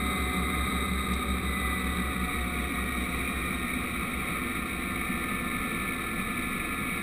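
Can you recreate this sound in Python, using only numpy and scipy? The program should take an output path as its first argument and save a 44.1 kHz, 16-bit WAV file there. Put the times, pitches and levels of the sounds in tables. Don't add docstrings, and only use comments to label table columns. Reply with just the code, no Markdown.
import sys
import numpy as np
from scipy import signal
from scipy.fft import rfft, irfft, next_fast_len
from scipy.io import wavfile

SR = 44100
rng = np.random.default_rng(int(sys.argv[2]) if len(sys.argv) > 2 else 0)


def dump(signal):
    limited = np.clip(np.atleast_2d(signal).T, -1, 1)
    pcm = np.round(limited * 32767).astype(np.int16)
    wavfile.write(sys.argv[1], SR, pcm)


N = 309582
TIME = np.arange(N) / SR
BLADES = 3


def gain_of(db):
    return 10 ** (np.asarray(db) / 20)


def curves(rows):
    time_s, *columns = np.transpose(rows)
    return [np.interp(TIME, time_s, column) for column in columns]


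def drift(rate_hz, points=4096):
    hz = np.fft.rfftfreq(points, TIME[-1] / points)
    slow = irfft(rfft(rng.standard_normal(points)) * np.exp(-(hz / rate_hz) ** 2))
    slow /= np.sqrt(np.mean(slow ** 2))
    return np.interp(TIME, np.linspace(0, TIME[-1], points), slow)


def run_down(powered_hz, idle_hz, sag_hz_per_s, start_s, settle_s):
    coast = np.exp(-(np.maximum(TIME - start_s, 0) / settle_s) ** 1.25)
    return idle_hz + (powered_hz - sag_hz_per_s * TIME - idle_hz) * coast


def turns_of(speed, first_throb_s=.07):
    turns = np.cumsum(speed) / SR
    return turns - turns[round(first_throb_s * SR)]


def tone(turns, level_db, waver, waver_hz):
    angle = 2 * np.pi * turns
    in_phase = (1 + waver * drift(waver_hz)) * np.cos(angle)
    quadrature = waver * drift(waver_hz) * np.sin(angle)
    return np.sqrt(2) * gain_of(level_db) * (in_phase + quadrature)


def shaft_tones(table, speed, power, waver, waver_hz):
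    turns = turns_of(speed)
    return sum(tone(multiple * turns + rng.random(), idle_db + power * (powered_db - idle_db),
                    waver, waver_hz) for multiple, powered_db, idle_db in table)


def cabin_tone(multiple, speed, waves, waver, waver_hz):
    hz = multiple * speed
    energy = sum(gain_of(db) ** 2 * .5 ** ((2 * (hz - centre) / width) ** 2)
                 for centre, width, db in waves)
    return tone(multiple * turns_of(speed), 10 * np.log10(energy + 1e-20), waver, waver_hz)


def swells(table, speed, waver, waver_hz):
    return sum(cabin_tone(multiple, speed, [wave], waver, waver_hz) for multiple, *wave in table)


def airframe():
    # time_s, pitch_hz, level_db
    drone = [(0, 78, -55), (1, 77.5, -56), (1.5, 75.5, -59), (2.3, 73, -49), (3.5, 74, -48), (5, 75.3, -49),
             (7, 75.8, -51)]
    pitch_hz, level_db = curves(drone)
    return tone(turns_of(pitch_hz), level_db, waver=.15, waver_hz=2.3)


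def rattles(low_hz=1500, t60_s=0.05, knock_hz=1800, knock_db=8):
    # start_s, relative_level_db
    ticks = [(1.1345, -45), (1.138, -50), (5.0709, -56), (6.5216, -53.5)]
    envelope = sum(gain_of(db - 60 * abs(TIME - s) / t60_s) * (TIME >= s) for s, db in ticks)
    burst = 2 * rng.standard_normal(N) * envelope
    knock = gain_of(knock_db) * signal.lfilter(*signal.iirpeak(knock_hz, 4, fs=SR), burst)
    return signal.sosfilt(signal.butter(2, low_hz, "high", fs=SR, output="sos"), burst) + knock


def cabin_gain(hz, column):
    # centre_hz, width_hz, powered_db_per_hz, idle_db_per_hz
    resonances = [(21.9, 5.4, -76, -66), (43, 9.6, -69, -66), (68, 12.5, -60, -63.5),
                  (112, 16, -61.5, -64.5), (145, 29, -65.5, -69), (188.5, 27.5, -55, -57),
                  (250.3, 35.7, -56.5, -57.5), (327, 22, -68, -64), (402, 30, -65, -72.5),
                  (455, 69, -67.5, -69), (571, 59, -72.5, -75.5), (736.5, 62.6, -70, -72),
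                  (919, 31, -75, -81.5), (1072, 41, -69, -71.5), (1134, 54, -66, -71),
                  (1242, 76, -58.5, -61), (1408, 130, -75, -78), (1587, 54, -71, -76),
                  (1802, 116, -71, -73), (2017, 163, -68, -67), (2248, 127, -65, -61),
                  (2365, 107, -67, -64.5), (2516, 46, -71.5, -65.5), (2650, 48, -79.5, -75.5),
                  (2840, 60, -90, -80), (3100, 39, -91, -78.5), (3248, 81, -78.5, -80.5),
                  (3540, 340, -80, -80.5), (3764, 97, -62.5, -69.5), (3950, 104, -75, -80.5)]
    # frequency_hz, powered_db_per_hz, idle_db_per_hz
    rush = [(15, -79, -73), (90, -90, -87), (300, -72, -74), (640, -87, -92), (1000, -93, -101),
            (2000, -89, -91), (2900, -101, -109), (4400, -88.5, -91), (4950, -100, -103), (5580, -101, -98),
            (5640, -102, -102), (6000, -113, -118)]
    rush_hz, *rush_db = np.transpose(rush)
    density = gain_of(np.interp(np.log(hz + 1), np.log(rush_hz), rush_db[column])) ** 2
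    for centre, width, *level_db in resonances:
        detuning = 2 * (hz - centre) / width
        density += gain_of(level_db[column]) ** 2 / (1 + (np.sqrt(2) - 1) * detuning ** 2) ** 2
    return np.sqrt(density * SR / 2)


def airflow(prop_speed, power, flutter_db=.5, flutter_hz=22, chop=0.082):
    # time_s, gain_db
    flow = [(0, 0.3), (.5, .4), (1.1, -0.9), (2, -0.4), (3.1, -0.03), (4.3, 0.26), (5.6, 0.23), (7, 0.1)]
    gusts = gain_of(curves(flow)[0] + flutter_db * drift(flutter_hz))
    blade_chop = 1 + chop * np.cos(2 * np.pi * BLADES * turns_of(prop_speed))
    size = next_fast_len(N)
    hz = np.fft.rfftfreq(size, 1 / SR)
    spectrum = rfft(rng.standard_normal(N) * gusts * blade_chop, size)
    powered, idle = (irfft(spectrum * cabin_gain(hz, column), size)[:N] for column in range(2))
    return power * powered + (1 - power) * idle


def gas_turbine(speed, power):
    # shaft_multiple, powered_db, idle_db
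    tones = [(.293, -56, -55.5), (.713, -62, -53.5), (.783, -51.5, -56), (.998, -55, -50),
             (1.463, -62, -58.5), (2, -59.5, -65.5), (3.132, -46.5, -55.5), (3.834, -77, -70),
             (4, -63, -48), (16, -84, -77.5)]
    # shaft_multiple, centre_hz, width_hz, level_db
    passing = [(2, 725, 36, -51.5), (15.96, 5660, 170, -72.5)]
    whine = shaft_tones(tones, speed, power, waver=.16, waver_hz=5)
    return whine + swells(passing, speed, waver=.28, waver_hz=12)


def gearbox(speed, teeth=95):
    # centre_hz, width_hz, level_db
    waves = [(1760, 58, -44.5), (1810, 13, -53), (1846, 11, -44.5), (1863, 15, -46), (1900, 20, -42.5),
             (1939, 12, -44), (1969, 25, -39.5), (1996, 21, -36), (2054, 20, -40)]
    return cabin_tone(teeth, speed, waves, waver=0.1, waver_hz=17)


def propeller_shaft(speed, power):
    # shaft_multiple, powered_db, idle_db
    tones = [(0.99, -56, -52), (6.1, -62, -62), (8.46, -45.5, -57), (12, -53, -51), (17.4, -50, -62),
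             (18, -64.5, -62), (99.6, -49.5, -75)]
    # shaft_multiple, centre_hz, width_hz, level_db
    passing = [(12.98, 252.7, 11.5, -44), (33.86, 733.5, 3, -47), (122.6, 2412, 26, -42.5)]
    hum = shaft_tones(tones, speed, power, waver=0.37, waver_hz=4.2)
    return hum + swells(passing, speed, waver=.18, waver_hz=6)


def propeller(speed):
    # centre_hz, width_hz, level_db
    blade_waves = [(64.6, 3, -38), (60.4, 2.4, -43), (57, 5, -48)]
    above_blade_waves = [(68.2, 6, -36), (61, 4, -50)]
    third_waves = [(190, 8.8, -41), (172.6, 12, -50)]
    below_third_waves = [(187, 12, -45)]
    blade = cabin_tone(BLADES, speed, blade_waves, waver=0.054, waver_hz=3)
    above_blade = cabin_tone(3.26, speed, above_blade_waves, waver=0.11, waver_hz=10)
    third = cabin_tone(3 * BLADES, speed, third_waves, waver=0.44, waver_hz=13)
    below_third = cabin_tone(8.78, speed, below_third_waves, waver=0.14, waver_hz=5)
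    return blade + above_blade + third + below_third


def scene():
    prop_speed = run_down(21.667, idle_hz=17.878, sag_hz_per_s=.1444, start_s=1.026, settle_s=3.362)
    turbine_speed = run_down(395.05, idle_hz=342.87, sag_hz_per_s=.05, start_s=.943, settle_s=1.44)
    power = (turbine_speed - turbine_speed.min()) / np.ptp(turbine_speed)
    engine = propeller_shaft(prop_speed, power) + gas_turbine(turbine_speed, power)
    engine += propeller(prop_speed) + gearbox(prop_speed)
    return (engine + airframe() + airflow(prop_speed, power) + rattles())[None]


def record(dry, camera_rate_hz=12000, band_limit_hz=15350):
    coarse = signal.resample(dry, round(N * camera_rate_hz / SR), axis=1)
    held = signal.resample(np.repeat(coarse, 4, axis=1), N, axis=1)
    lowpass = signal.firwin(1023, band_limit_hz, window=("kaiser", 9), fs=SR)
    return signal.oaconvolve(held, lowpass[None], "same")


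dry = scene()
out = record(dry)
dump(out)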